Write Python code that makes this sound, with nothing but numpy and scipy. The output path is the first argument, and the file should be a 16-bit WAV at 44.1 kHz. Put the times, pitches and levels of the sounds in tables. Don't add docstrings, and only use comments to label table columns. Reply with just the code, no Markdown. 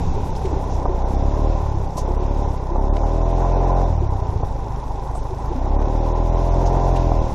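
import sys
import numpy as np
from scipy import signal
from scipy.fft import rfft, irfft, next_fast_len
from scipy.io import wavfile
from scipy.ndimage import uniform_filter1d

SR = 44100
rng = np.random.default_rng(int(sys.argv[2]) if len(sys.argv) > 2 else 0)


def waveform_to_disk(signal):
    frames = np.transpose(np.atleast_2d(signal))
    scaled = np.clip(frames, -1, 1) * 32767
    samples = np.round(scaled).astype(np.int16)
    wavfile.write(sys.argv[1], SR, samples)


def magnitude_from_level(level_db):
    exponent = np.asarray(level_db, float) / 20
    return 10 ** exponent


N = 323694


def curves(table):
    s, *columns = np.transpose(table)
    return [np.interp(np.arange(N) / SR, s, c) for c in columns]


def unit(x):
    return x / np.sqrt(np.mean(x ** 2))


def noise():
    return rng.standard_normal(N)


def ring(x, hz, width_hz):
    return signal.lfilter(*signal.iirpeak(hz, hz / width_hz, fs=SR), x)


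def ring_twice(x, hz, width_hz):
    return ring(ring(x, hz, width_hz), hz, width_hz)


def colour(x, points):
    hz, db = np.transpose(points)
    n = next_fast_len(len(x), True)
    f = np.fft.rfftfreq(n, 1 / SR) + 1
    gain = magnitude_from_level(np.interp(np.log(f), np.log(hz), db))
    return irfft(rfft(x, n) * gain, n)[:len(x)]


def walk(rate):
    k = int(SR / rate)
    steps = np.repeat(rng.standard_normal(N // 100), k)[:N]
    return unit(uniform_filter1d(uniform_filter1d(steps, k), k))


def controls():
    # t/s, firing rate/Hz
    speed = [(0.0, 33.34), (0.22, 33.66), (1.0, 30.63), (1.49, 38.9), (1.9, 31.79), (2.39, 36.51),
             (2.68, 30.96), (3.11, 40.26), (3.39, 42.96), (3.82, 44.51), (4.15, 30.6), (4.56, 25.2),
             (5.4, 25.98), (5.78, 35.96), (5.93, 38.91), (6.48, 42.6), (6.91, 44.04), (7.34, 37.6)]
    # t/s, throttle (0-1)
    grip = [(0, 0.11), (.75, 0.52), (1.3, 0.71), (1.52, 0.74), (1.6, 0.5), (1.92, .1), (2.05, 0.6),
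            (2.42, 0.69), (2.55, 0.27), (2.69, 0.38), (2.74, 0.74), (3.84, 0.78), (3.93, 0.53), (4.6, 0.09),
            (5.4, 0.13), (5.72, 0.72), (7.2, 0.79), (7.3, 0.46)]
    # t/s, roughness/dB
    trail = [(0, 2.2), (.4, 1), (.72, 1.5), (.9, -0.5), (1.2, 1.5), (1.6, 0), (2.05, -1), (2.47, 0.4),
             (2.6, -2), (3.0, -0.3), (3.6, -1), (4.2, -1.3), (4.42, 0), (4.6, -1), (5.3, -1), (5.6, -0.45),
             (6.3, -0.5), (7.34, 2.1)]
    (hz,), (throttle,), (ground_db,) = curves(speed), curves(grip), curves(trail)
    flywheel_s, idle_hz, full_hz = 0.14, 25, 44
    hz = uniform_filter1d(hz, size=int(flywheel_s * SR))
    revs = np.clip((hz - idle_hz) / (full_hz - idle_hz), 0, 1.1)
    return hz, np.clip(throttle, 0, 1), revs, ground_db


def rule(law, throttle, revs, ground_db, steep):
    closed_db, open_db, revs_db, share = law
    return closed_db + open_db * throttle + revs_db * revs ** steep + share * ground_db


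def engine(hz, state):
    # multiple of firing rate, open-throttle level/dB, closed-throttle level/dB
    upper_orders = [(4, -8.5, 0), (5, -10.5, 0.3), (6, -7.5, -17), (7, 6.5, -29.5), (8, -3.5, -25),
                    (9, -1.5, -35.5), (10, -10, -25)]
    # share of the cycle, level/dB
    strokes = [(.31, 0), (.75, -1)]
    intake_db = rule((-34, 20.5, 0.5, -0.5), *state, steep=3.3)
    crank_db = rule((-29, 6.5, -2.5, 0.37), *state, steep=3.3)
    third_db = rule((-39, 8, 6.5, 1), *state, steep=3.3)
    uneven_db = rule((4.5, -1, -1.24, 1.7), *state, steep=3.3)
    upper_db = rule((-37.5, 7.5, 0.5, 0), *state, steep=4.5)
    start_turn, jitter = .13, .004
    turns = start_turn + np.cumsum(hz) / SR + jitter * walk(14)
    load = uniform_filter1d(state[0], size=4000)
    lean = .9 - 1.45 * load
    lead = 1.25 * load
    orders = [(1, intake_db), (2, crank_db), (3, third_db)]
    for k, on_db, off_db in upper_orders:
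        orders.append((k, upper_db + load * on_db + (1 - load) * off_db))
    chance = np.tanh(rng.standard_normal((1000, 4))).T
    strength = chance[:2, np.floor(turns + .5).astype(int)]
    intake, exhaust = uniform_filter1d(strength, size=300) * np.clip(uneven_db, 0, 3)
    wave = 0
    for k, db in orders:
        angle = 2 * np.pi * k * turns + lean + (k > 2) * lead
        wave = wave + magnitude_from_level(db + (intake if k < 3 else exhaust)) * np.sqrt(2) * np.cos(angle)
    blows = 0
    for (share, db), scatter in zip(strokes, chance[2:]):
        cycle = np.floor(turns + 1 - share).astype(int)
        blows = blows + np.diff(cycle, prepend=cycle[0]) * magnitude_from_level(db + 1.5 * scatter[cycle])
    return wave, turns, blows, load


def whine(turns, state):
    # multiple of firing rate, level/dB
    tones = [(13, -3), (14, -2), (16, 0), (17, -7), (18, -2)]
    lines = sum(magnitude_from_level(db + 4.5 * walk(5)) * np.cos(2 * np.pi * k * turns) for k, db in tones)
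    return magnitude_from_level(rule((-64, 13, 15, .1), *state, steep=3)) * np.sqrt(2) * lines


def shell(modes, blows, phase, load, struck_db, gate):
    struck, shaken = 0, 0
    swell = 1 + gate * np.cos(2 * np.pi * (phase - .1))
    for k, (hz, width, blow_db, shake_db) in enumerate(modes):
        struck = struck + (-1) ** k * magnitude_from_level(blow_db) * unit(ring_twice(blows, hz, 1.2 * width))
        shaken = shaken + magnitude_from_level(shake_db + 2.0 * walk(18)) * ring(swell * noise(), hz, width)
    share = magnitude_from_level(struck_db) * load ** 2.0
    return (share * unit(struck) + unit(shaken)) / np.sqrt(1 + share ** 2)


def crankcase(blows, phase, load, state):
    # f/Hz, width/Hz, struck by firings level/dB, shaken by trail level/dB
    case_modes = [(275, 25, -20.5, -2), (379.4, 116, 6.5, -9), (419, 150, -2.5, -5), (545.4, 65, 3.5, -5.5),
                  (690.3, 130, 3, -9.5)]
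    level_db = rule((-38, 12.5, 4, 0.23), *state, steep=10.5)
    return magnitude_from_level(level_db) * shell(case_modes, blows, phase, load, struck_db=8.5, gate=.3)


def panels(blows, phase, load, state):
    # f/Hz, width/Hz, struck by firings level/dB, shaken by trail level/dB
    panel_modes = [(790, 35.4, 6, 7.5), (875, 66.5, -35, 6.7), (997, 76, 4, 6)]
    level_db = rule((-34, 4, 5, 0.36), *state, steep=7.3)
    return magnitude_from_level(level_db) * shell(panel_modes, blows, phase, load, struck_db=-2, gate=.2)


def valves(phase):
    tick = np.exp(-((phase - .3) % 1) / .07) * noise()
    bright = unit(ring_twice(tick, 5400, 1200))
    dull = unit(ring(ring(tick, 3419, 800), 3680, 520))
    return magnitude_from_level(-62.5) * (bright + 0.72 * dull)


def grit():
    taps_per_s = 45
    strength_db = 2.87 * np.minimum(rng.exponential(size=N), 3.1)
    taps = (rng.random(N) < taps_per_s / SR) * magnitude_from_level(strength_db)
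    return magnitude_from_level(-45) * unit(ring(taps, 830, 190) + ring(taps, 380, 78) + 1.3 * ring(taps, 330, 200))


def rumble(state):
    bumps = unit(ring(noise(), 14.0, 6.7)) + 0.58 * unit(ring(ring(noise(), 80, 150.0), 80, 82))
    return magnitude_from_level(rule((-26, -8, -15.5, 3.5), *state, steep=4.7)) * bumps


def rustle(state):
    # f/Hz, level per Hz/dB
    hiss_tone = [(1150, -35), (1400, 3.5), (1750, -5.5), (2600, -0.5), (3000, -7), (3660, -2), (4500, -8),
                 (5800, -2.5), (6900, -7.5), (7600, -9.5), (9000, -13.5)]
    hiss = unit(colour(noise(), hiss_tone))
    low = signal.sosfiltfilt(signal.butter(2, 4500, fs=SR, output="sos"), hiss)
    flicker = magnitude_from_level(.9 * walk(20)) * low + magnitude_from_level(.9 * walk(20)) * (hiss - low)
    air_tone = [(6000, -28), (7500, -2), (9000, -5), (10500, -2.5), (12800, -7.5), (13300, -30)]
    air = unit(colour(noise(), air_tone))
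    return magnitude_from_level(rule((-52, 0, 5.5, 1.38), *state, steep=1.7)) * flicker + magnitude_from_level(-62.5) * air


def knocks():
    # t/s, peak level/dB, f/Hz, time to fall 60 dB/s
    bumps = [(0.16, -6.5, 410, 0.065), (0.446, -1.5, 381, 0.065), (0.527, -7.5, 321, 0.067),
             (0.549, -19.5, 395, 0.23), (0.892, -6, 369, 0.1), (1.026, -19, 374, 0.23),
             (1.749, -10, 336, 0.075), (1.976, -4.5, 1005, 0.058), (2.083, -9, 361, 0.12),
             (2.187, -14.5, 366, 0.23), (2.454, -6, 401.2, 0.053), (2.701, -14, 344.1, 0.18),
             (4.017, -4.5, 351.6, 0.07), (4.426, -11, 376, 0.09), (5.309, -9.5, 371, 0.077),
             (5.503, -5.5, 349, 0.066), (5.549, -9.5, 256.4, 0.14), (5.581, -32, 276, 0.078),
             (7.112, -7.5, 721, 0.077)]
    out, t = np.zeros(N + SR), np.arange(SR // 6) / SR
    for s, db, hz, t60 in bumps:
        fade = np.exp(-np.log(1000) * t / t60) * (1 - np.exp(-t / 0.011))
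        out[int(s * SR):][:len(t)] += magnitude_from_level(db - 4.0) * np.sin(2 * np.pi * hz * t) * fade
    return out[:N]


def snaps():
    # t/s, peak level/dB, centre f/Hz, rise time/s
    twigs = [
        (0.3507, -37, 2610, 0.002),
        (0.356, -38.5, 5330, 0.007),
        (0.4529, -34, 2160, 0.0041),
        (4.3999, -50, 2372, 0.0015),
        (5.8142, -42, 2142, 0.0057),
        (6.959, -29.5, 2790, 0.0037),
        (6.9672, -35, 3400, 0.0035),
    ]
    # t/s, peak level/dB, centre f/Hz, rise time/s
    brushes = [
        (0.69, -41.5, 6025, 0.028),
        (1.9674, -29.5, 6020, 0.013),
        (5.144, -41, 8190, 0.016),
        (6.6536, -32.5, 5697, 0.0088),
    ]
    # t/s, peak level/dB, centre f/Hz, rise time/s
    stick = [
        (2.967, -28, 2336, 0.0014),
    ]
    out, t = np.zeros(N + SR), np.arange(SR // 8) / SR
    for s, db, hz, rise in twigs + brushes + stick:
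        crackle = rng.standard_normal(len(t))
        sparkle = .25 if 1e-3 < rise < 4e-3 else .5
        burst = unit(ring(crackle, hz, 1200)) + sparkle * unit(ring_twice(crackle, 1.5 * hz, 2.5 * hz))
        age = t / max(rise, .0002)
        out[int(s * SR):][:len(t)] += magnitude_from_level(db - 8.5) * burst * age * np.exp(1 - age)
    return signal.sosfilt(signal.butter(4, 12500, fs=SR, output="sos"), out[:N])


def cracks():
    # t/s, peak level/dB
    hits = [(0.528, -15), (0.774, -15), (0.854, -3.5), (0.931, -14), (1.664, -35), (1.977, -9.5),
            (2.757, -5), (3.034, -11), (3.811, -19), (3.986, -15), (4.182, -26), (4.36, -35), (4.432, -9),
            (5.152, -12.5), (5.25, -22), (5.665, -8), (5.816, -13), (5.863, -26), (5.947, -15), (7.116, -6)]
    out, t = np.zeros(N + SR), np.arange(SR // 6) / SR
    for s, db in hits:
        crack = ring(rng.standard_normal(len(t)), 770, 900) * (t / .0025) * np.exp(1 - t / .0025)
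        out[int(s * SR):][:len(t)] += magnitude_from_level(db - 1.5) * crack / np.abs(crack).max()
    return out[:N]


def pops(turns):
    # start t/s, end t/s, peak level/dB, one firing in how many
    overruns = [
        (1.62, 1.84, -13.5, 1),
        (2.43, 2.56, -21, 1),
        (3.902, 4.16, -12, 1),
        (4.195, 4.45, -11, 2),
    ]
    pop_hz, scatter = 92, 2.5 * np.tanh(rng.standard_normal(1000))
    out, t = np.zeros(N + SR), np.arange(SR // 20) / SR
    pop = np.sin(2 * np.pi * pop_hz * t) * (t / 0.0039) ** 1.265 * np.exp(1 - t / 0.0071)
    for start, end, db, every in overruns:
        first, last = int(turns[int(start * SR)]) + 1, int(turns[int(end * SR)]) + 1
        for turn in range(first, last, round(every)):
            begin = np.searchsorted(turns, turn) - int(.75 * SR / pop_hz)
            out[begin:][:len(t)] -= magnitude_from_level(db - 12 + scatter[turn]) * pop
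    return out[:N]


def housing(low, shells):
    muffled = signal.sosfiltfilt(signal.butter(5, 1130, fs=SR, output="sos"), low)
    return muffled + magnitude_from_level(-7) * ring(shells, 1477, 310) + magnitude_from_level(-10.5) * ring_twice(shells, 1850, 590)


def two_capsules(mid):
    # f/Hz, side minus mid level/dB
    side_tone = [(60, -80), (110, -75), (200, -39), (370, -38), (680, -27), (1250, -21), (2300, -23.5),
                 (4220, -26.5), (7750, -26.5), (14200, -59)]
    air_tone = [(2000, -87), (6000, -19), (8500, -16.0), (13000, 0.5)]
    side = -colour(mid, side_tone) + magnitude_from_level(-5) * colour(np.roll(mid, 900), side_tone)
    side = side + magnitude_from_level(-17) * colour(np.roll(mid, 2100), air_tone)
    return np.array([mid + side, mid - side])


def scene():
    hz, *state = controls()
    wave, turns, blows, load = engine(hz, state)
    phase = turns % 1
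    shells = crankcase(blows, phase, load, state) + panels(blows, phase, load, state)
    low = wave + whine(turns, state) + shells + grit() + rumble(state) + knocks() + cracks() + pops(turns)
    return two_capsules(housing(low, shells) + valves(phase) + rustle(state) + snaps())


def starve(x, floor_db, follow, swing_db, top_db):
    frame = dict(window="cosine", nperseg=1880, noverlap=940)
    z = signal.stft(x, **frame)[2]
    power = np.abs(z[:, 1:]) ** 2
    frames = z.shape[2]
    loud_db = 10 * np.log10(power.sum(axis=(0, 1)) + 1e-9)
    line = np.arange(940)[:, None]
    top = line > 310
    shortage = uniform_filter1d(rng.standard_normal(frames), size=2)
    shortage = np.tanh(unit(shortage - uniform_filter1d(shortage, size=9)))
    own_db = np.repeat(3.2 * rng.standard_normal((47, frames)), 20, axis=0)
    limit_db = floor_db + follow * np.clip(loud_db - loud_db.mean(), -7, 7) + own_db
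    limit_db = limit_db + shortage * np.where(top, 9, swing_db) + top_db * top + 9 * (line > 560)
    limit = magnitude_from_level(limit_db) ** 2
    bands = np.repeat(power.reshape(2, -1, 20, frames).mean(axis=2), 20, axis=1)
    line_limit = np.where(top, np.clip(2.5 * bands, 3 * limit, 12 * limit), .6 * limit)
    z[:, 1:] *= (bands > limit) & (power > line_limit)
    return signal.istft(z, **frame)[1][:, :N]


def roll_off(x):
    return signal.sosfilt(signal.butter(12, 14840, fs=SR, output="sos"), x)


def record(dry):
    steady = signal.sosfilt(signal.butter(1, 6.0, "high", fs=SR, output="sos"), dry)
    thin = starve(steady, floor_db=-86.5, follow=1.4, swing_db=5.5, top_db=3)
    return roll_off(thin)


dry = scene()
out = record(dry)
waveform_to_disk(out)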